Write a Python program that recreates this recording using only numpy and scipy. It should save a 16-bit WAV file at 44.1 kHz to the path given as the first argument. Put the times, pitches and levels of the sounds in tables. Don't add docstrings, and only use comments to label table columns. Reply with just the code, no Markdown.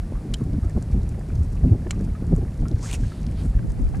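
import sys
import numpy as np
from scipy import signal
from scipy.fft import rfft, irfft
from scipy.io import wavfile
from scipy.ndimage import uniform_filter1d, map_coordinates

SR = 44100
rng = np.random.default_rng(int(sys.argv[2]) if len(sys.argv) > 2 else 0)


def wrap_up_sound(samples):
    columns = np.atleast_2d(samples).T
    tamed = np.clip(columns, -1, 1)
    steps = np.round(tamed * 32767).astype(np.int16)
    wavfile.write(sys.argv[1], SR, steps)


N = 176400
T = np.arange(N) / SR
FREQS_HZ = np.maximum(np.fft.rfftfreq(N, 1 / SR), 1)


def from_db(db):
    return 10 ** (np.asarray(db) / 20)


def unit_rms(x):
    return x / np.sqrt(np.mean(x ** 2) + 1e-20)


def curve(rows, column=1):
    rows = np.array(rows)
    return np.interp(T, rows[:, 0], rows[:, column])


def gesture(rows):
    outside_s = np.maximum(rows[0][0] - T, 0) + np.maximum(T - rows[-1][0], 0)
    return from_db(curve(rows, column=-1)) * np.exp(-outside_s / 0.02)


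def shaped_noise(gains):
    return unit_rms(irfft(rfft(rng.standard_normal(N)) * gains, N))


def noise(spectrum):
    hz, db = np.transpose(spectrum)
    return shaped_noise(from_db(np.interp(np.log(FREQS_HZ), np.log(hz), db)))


def band(hz, octaves):
    return shaped_noise(np.exp(-(np.log2(FREQS_HZ / hz) / (2 * octaves)) ** 2))


def flutter(depth_db, rate_hz):
    drift = shaped_noise(1 / (1 + (FREQS_HZ / rate_hz) ** 2))
    return unit_rms(from_db(depth_db * drift))


def gliding_band(rows, octaves):
    hz = curve(rows)
    base_hz = hz.min() / 2
    position = np.cumsum(hz / base_hz) % (N - 1)
    return map_coordinates(band(base_hz, octaves), [position], order=3, mode="wrap") * gesture(rows)


def steady(x, samples):
    power = uniform_filter1d(uniform_filter1d(x ** 2, samples), samples)
    return x / np.sqrt(power + 1e-9)


def decay(start_s, t60_s):
    return (T >= start_s) * from_db(-60 * np.clip((T - start_s) / t60_s, 0, 10))


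def swell(centre_s, sigma_s):
    return np.exp(-0.5 * ((T - centre_s) / sigma_s) ** 2)


def ring(start_s, modes, rise_s=0.000072):
    age_s = np.maximum(T - start_s, 0)
    tones = sum(from_db(db) * decay(start_s, t60_s) * np.sin(2 * np.pi * hz * age_s)
                for hz, db, t60_s in modes)
    return (1 - np.exp(-age_s / rise_s)) * tones


def lowpass(x, hz):
    return signal.sosfilt(signal.butter(4, hz, fs=SR, output="sos"), x)


def stereo(mid, side, side_db):
    return mid + from_db(side_db) * side * np.array([[1], [-1]])


# time in seconds, centre in Hz, level in dB.
SWISH = [(2.79, 800, -70), (2.825, 950, -52), (2.839, 1080, -39), (2.848, 1250, -51), (2.86, 1650, -43),
         (2.875, 1900, -60), (2.89, 2150, -48), (2.925, 2600, -51), (2.942, 2650, -42), (2.955, 2550, -46),
         (2.975, 2500, -68)]
# time in seconds, level in dB.
AIR_LEVELS = [(2.77, -75), (2.83, -46.5), (2.87, -41), (2.92, -47.5), (2.95, -37.5), (2.98, -63)]
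# frequency in Hz, relative level in dB.
AIR_SPECTRUM = [(300, 6), (700, 2), (1500, -3), (2500, -5), (4000, -7), (7000, -1), (12000, -22)]


def rod_swish():
    return gliding_band(SWISH, octaves=0.12) + noise(AIR_SPECTRUM) * gesture(AIR_LEVELS)


# time in seconds, centre in Hz, level in dB before the low-pass.
LINE_HISS = [(2.76, 4830, -64), (2.805, 5470, -55), (2.835, 6500, -46), (2.86, 7300, -43.5),
             (2.89, 6610, -48), (2.922, 6970, -49), (2.94, 7800, -36.5), (2.953, 7120, -43),
             (2.968, 6970, -60), (3.08, 6500, -56), (3.2, 6940, -84), (3.36, 7440, -83), (3.45, 8650, -55),
             (3.53, 8700, -69)]


def line_hiss():
    hiss = gliding_band(LINE_HISS, octaves=0.3) * flutter(depth_db=3, rate_hz=250)
    return lowpass(hiss, hz=10000)


# start in seconds, level in dB.
SLAPS = [(2.886, -40), (2.9132, -28.5), (2.9294, -26.5), (2.9356, -29.5), (2.942, -31), (2.95, -40)]
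# frequency in Hz, relative level in dB.
SLAP_SPECTRUM = [(800, -3), (1800, -3), (2700, 10.5), (3500, 7.5), (4600, -4), (6000, -1), (8500, 6),
                 (10500, -8.5), (11700, -19), (13200, -11), (15000, -20)]


def line_slaps():
    envelope = sum(from_db(db) * decay(start_s, t60_s=0.012) for start_s, db in SLAPS)
    return envelope * steady(noise(SLAP_SPECTRUM), samples=60)


# time in seconds, level in dB.
SPOOL_LEVELS = [(2.9, -45), (2.97, -62), (3.08, -55.5), (3.17, -56), (3.26, -63.5), (3.35, -62),
                (3.40, -50), (3.45, -59.5), (3.55, -72)]
# frequency in Hz, relative level in dB.
SPOOL_SPECTRUM = [(700, -5), (1600, -1.5), (3000, -1.5), (4500, -1), (6000, -13), (10000, -9.5),
                  (12000, -25)]


def spool_whirr(start_hz=278, slowing_per_s=1, throb_depth=0.19):
    age_s = np.maximum(T - SPOOL_LEVELS[0][0], 0)
    turns = np.cumsum(start_hz * np.exp(-slowing_per_s * age_s)) / SR
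    throb = 1 + throb_depth * np.sin(2 * np.pi * turns)
    return noise(SPOOL_SPECTRUM) * gesture(SPOOL_LEVELS) * throb


# start in seconds, then snap, housing, frame, spring in dB.
CATCHES = [(0.3379, -31, -39, -39, -44), (0.3414, -25.5, -54, -23.5, -45), (1.9084, -24, -23.5, -36, -46),
           (1.9110, -34, -40, -50, -32)]
# frequency in Hz, relative level in dB.
SNAP_SPECTRUM = [(500, -6), (1200, -9.5), (2300, 5.5), (3600, 1.5), (5000, 3), (7700, 6.5), (9600, -2.5),
                 (10800, -17), (12000, -33), (13000, -20), (15000, -31)]
# frequency in Hz, relative level in dB, t60 in seconds.
HOUSING_MODES = [(1455, -13, .026), (1830, -8, .012), (2260, 0, .011), (2760, -6, .011), (4065, -14, .045)]
FRAME_MODES = [(2540, -16, .024), (3005, 0, .021), (3190, -9, .04), (3950, -15, .028)]
SPRING_MODES = [(5720, -11, .02), (6430, -9, .028), (7010, -2, .024), (7420, -6, .018)]


def reel_clicks(tail_db=-22):
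    snap = rings = 0
    for start_s, snap_db, housing_db, frame_db, spring_db in CATCHES:
        tail = from_db(tail_db) * decay(start_s, t60_s=0.05)
        snap += from_db(snap_db) * (decay(start_s, t60_s=0.011) + tail)
        rings += from_db(housing_db) * ring(start_s, HOUSING_MODES)
        rings += from_db(frame_db) * ring(start_s, FRAME_MODES)
        rings += from_db(spring_db) * ring(start_s, SPRING_MODES)
    return snap * steady(noise(SNAP_SPECTRUM), samples=60) + rings


# time in seconds, level in dB.
BUFFET_LEVELS = [(0.0, -35.5), (0.26, -33.5), (0.33, -25.5), (0.37, -41.5), (0.42, -22), (0.48, -30.5),
                 (0.54, -26.5), (0.59, -26.5), (0.61, -40), (0.65, -34.5), (0.68, -38.5), (0.76, -27),
                 (0.85, -33), (0.97, -25), (1.03, -31.5), (1.3, -32.5), (1.41, -27), (1.49, -40.5),
                 (1.53, -28.5), (1.57, -36), (1.66, -19.5), (1.74, -25), (1.78, -33), (1.82, -28),
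                 (1.86, -40.5), (2.01, -24), (2.19, -37), (2.22, -24.5), (2.25, -30), (2.32, -23),
                 (2.38, -28), (2.55, -36), (2.62, -27), (2.91, -35), (3.04, -29.5), (3.12, -37),
                 (3.28, -29), (3.38, -33.5), (3.46, -25.5), (3.5, -35.5), (3.62, -26), (3.77, -35.5),
                 (3.81, -23.5), (3.87, -40), (3.97, -27.5)]
RUMBLE_LEVELS = [(0.0, -23.5), (0.12, -34), (0.15, -20.5), (0.28, -47), (0.31, -19), (0.42, -38),
                 (0.44, -28), (0.58, -22.5), (0.61, -39), (0.67, -18.5), (0.71, -34), (0.77, -19),
                 (0.82, -34), (0.97, -20), (1.25, -32), (1.38, -20), (1.45, -25), (1.58, -24),
                 (1.65, -16.5), (1.69, -25), (1.72, -16.5), (1.77, -29.5), (2.13, -22.5), (2.17, -34.5),
                 (2.34, -18), (2.56, -32.5), (2.63, -16.5), (2.69, -34), (2.74, -25.5), (2.84, -31),
                 (3.06, -19), (3.12, -39), (3.22, -26), (3.41, -25), (3.5, -23.5), (3.53, -38), (3.57, -20),
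                 (3.63, -38), (3.7, -19.5), (3.74, -35.5), (3.81, -22.5), (3.87, -17), (3.91, -28.5),
                 (3.97, -28.5)]
# centre in seconds, level in dB, sigma in seconds.
PUFFS = [(0.123, -24.5, 0.0022), (0.256, -32, 0.014), (0.418, -25, 0.0046), (0.475, -36, 0.006),
         (0.54, -29, 0.0031), (0.58, -36, 0.003), (0.65, -36, 0.015), (0.772, -26.5, 0.0117),
         (0.958, -34, 0.015), (1.186, -34, 0.009), (1.593, -45, 0.0024), (1.648, -21, 0.0055),
         (1.662, -30, 0.0074), (1.728, -27.5, 0.025), (1.869, -29.5, 0.0085), (1.976, -37, 0.012),
         (2.329, -20, 0.0071), (2.383, -29, 0.0043), (2.428, -30.5, 0.012), (2.629, -29.5, 0.01),
         (2.721, -28.5, 0.0076)]
# frequency in Hz, relative level in dB.
BUFFET_SPECTRUM = [(60, -35.5), (110, 0.5), (150, 2.5), (240, -9), (390, -23), (500, -30.5), (780, -49),
                   (1000, -47), (2000, -93)]
RUMBLE_SPECTRUM = [(12, -21.5), (25, -12), (40, -0.5), (55, -4), (75, -4), (105, -7), (150, -26),
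                   (300, -41), (600, -91), (2000, -110)]
PUFF_SPECTRUM = [(100, -47), (220, 8), (370, 3.5), (480, -10.5), (620, -15.5), (790, -17), (950, -35),
                 (2000, -53), (6000, -86)]


def wind(side_db=-5):
    buffet = stereo(steady(noise(BUFFET_SPECTRUM), samples=700), noise(BUFFET_SPECTRUM), side_db)
    buffet *= from_db(curve(BUFFET_LEVELS)) * flutter(depth_db=2.38, rate_hz=107)
    rumble = stereo(steady(noise(RUMBLE_SPECTRUM), samples=2000), noise(RUMBLE_SPECTRUM), side_db)
    rumble *= from_db(curve(RUMBLE_LEVELS))
    puff_gain = sum(from_db(db) * swell(centre_s, sigma_s) for centre_s, db, sigma_s in PUFFS)
    return buffet + rumble + puff_gain * steady(noise(PUFF_SPECTRUM), samples=200)


# centre in seconds, pitch in Hz, peak in dB, sigma in seconds.
THUMPS = [(0.417, 421, -27, 0.0029), (0.553, 283, -28.5, 0.009), (0.586, 206, -13.5, 0.0034),
          (0.632, 74, -14, 0.0062), (0.938, 70, -11.5, 0.007), (1.416, 78, -11.5, 0.0069),
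          (1.645, 80, -11.5, 0.0064), (1.663, 141, -8.5, 0.0045), (1.674, 247, -17.5, 0.0076),
          (1.721, 95.7, -7.5, 0.0067), (2.337, 157.5, -8, 0.0055), (2.388, 417, -31.5, 0.0059),
          (2.746, 77, -10, 0.0044), (3.008, 240, -23.5, 0.0039), (3.5, 45.3, -15.5, 0.016),
          (3.57, 44, -9.5, 0.012)]


def eddy_thumps():
    out = 0
    for centre_s, hz, db, sigma_s in THUMPS:
        phase = 2 * np.pi * hz * (T - centre_s) + rng.uniform(0, 2 * np.pi)
        out += from_db(db) * swell(centre_s, sigma_s) * np.sin(phase)
    return out


# start in seconds, starting pitch in Hz, level in dB, t60 in seconds.
PLIPS = [(0.151, 1113, -46, 0.17), (0.411, 1075, -40, 0.034), (.630, 1207, -45, 0.11),
         (0.699, 1750, -47, .05), (.765, 1030, -48, 0.17), (.922, 2260, -48, 0.043),
         (1.302, 1460, -33.5, 0.018), (1.868, 880, -33, 0.015), (1.868, 1690, -31, 0.013),
         (1.928, 1150, -43, 0.09), (2.15, 1236, -40, 0.074), (2.654, 1306, -39, 0.077),
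         (3.033, 1580, -44.5, 0.1), (3.119, 1330, -34, 0.023), (3.541, 1720, -46, 0.046),
         (3.59, 1560, -35, 0.019), (3.939, 753, -36, 0.098), (3.945, 1580, -42.5, 0.085)]


def hull_plips(attack_s=0.0009, rise_per_s=3, splash_gain=0.5):
    out = 0
    for start_s, hz, db, t60_s in PLIPS:
        age_s = np.maximum(T - start_s, 0)
        bubble = np.sin(2 * np.pi * hz * age_s * (1 + rise_per_s * age_s / 2))
        splash = splash_gain * band(hz, octaves=0.42)
        envelope = from_db(db) * decay(start_s, t60_s) * (1 - np.exp(-age_s / attack_s))
        out += envelope * stereo(bubble + splash, band(hz, octaves=0.33), side_db=-4)
    return out


# start in seconds, level in dB before trim and low-pass, centre in Hz.
TICKS = [(0.533, -43, 3870), (0.696, -39, 7260), (0.825, -34, 7400), (.914, -45, 6000), (1.018, -46, 4700),
         (1.032, -43, 5200), (1.091, -36.5, 8650), (1.194, -43, 8000), (1.356, -46, 4800),
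         (1.993, -43.5, 4900), (2.048, -41, 8000), (2.363, -37.5, 8500), (2.601, -47, 5200),
         (2.683, -33.5, 6000), (2.714, -39.5, 3930), (2.756, -46, 5340), (3.231, -42, 5200),
         (3.266, -36.5, 4760), (3.313, -43, 7100), (3.719, -40, 6850)]


def tackle_ticks(trim_db=-4.5):
    ticks = 0
    for start_s, db, hz in TICKS:
        envelope = from_db(db + trim_db) * decay(start_s, t60_s=0.015)
        ticks += envelope * steady(band(hz, octaves=0.38), samples=80)
    return lowpass(ticks, hz=10500)


# frequency in Hz, relative level in dB.
WASH_MID_SPECTRUM = [(100, 2), (400, 2), (700, -4), (1000, -12), (2000, -17), (3300, -25), (4600, -23),
                     (6500, -26), (10200, -25.5), (11500, -33), (14000, -37), (16000, -45)]
WASH_SIDE_SPECTRUM = [(100, 3), (450, -1), (600, -12), (760, -0.5), (1000, -14), (1500, -24), (3300, -40),
                      (7000, -33), (11000, -44), (16000, -37)]


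def open_water(wash_db=-45.5, bubbles_db=-60.5, bubbles_per_s=90, t60_cycles=23):
    pitches_hz = np.geomspace(650, 2600, 16)
    bubbles = 0
    for hz in pitches_hz:
        pops = (rng.random(N) < bubbles_per_s / len(pitches_hz) / SR) * rng.uniform(-1.1, 1, N)
        radius = from_db(-60 * hz / (t60_cycles * SR))
        angle = 2 * np.pi * hz / SR
        resonator = [1, -2 * radius * np.cos(angle), radius ** 2]
        bubbles += signal.lfilter([0, np.sin(angle)], resonator, pops + 1e-18)
    wash = stereo(noise(WASH_MID_SPECTRUM), noise(WASH_SIDE_SPECTRUM), side_db=-1)
    return from_db(wash_db) * wash + from_db(bubbles_db) * unit_rms(bubbles)


def grip_crackle(level_db=-68.5, grains_per_s=40, t60_s=0.038):
    grains = (rng.random(N) < grains_per_s / SR) * rng.random(N)
    envelope = signal.lfilter([1], [1, -from_db(-60 / (t60_s * SR))], grains + 1e-18)
    return from_db(level_db) * unit_rms(envelope * band(hz=6400, octaves=0.38))


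def scene():
    outdoors = wind() + eddy_thumps() + open_water() + hull_plips()
    handling = reel_clicks() + tackle_ticks() + grip_crackle()
    cast = rod_swish() + line_hiss() + line_slaps() + spool_whirr()
    return cast + handling + outdoors


def record(dry):
    opens_s, opening_s, side_floor_db, stopband_hz = 3.47, 0.18, -69, 15600
    opening = np.clip((T - opens_s) / opening_s, 0, 1)
    width = np.maximum(opening ** 2, from_db(side_floor_db))
    mid = dry.mean(axis=0)
    top_cut = signal.cheby2(14, 60, stopband_hz, fs=SR, output="sos")
    return signal.sosfilt(top_cut, mid + width * (dry - mid))


dry = scene()
out = record(dry)
wrap_up_sound(out)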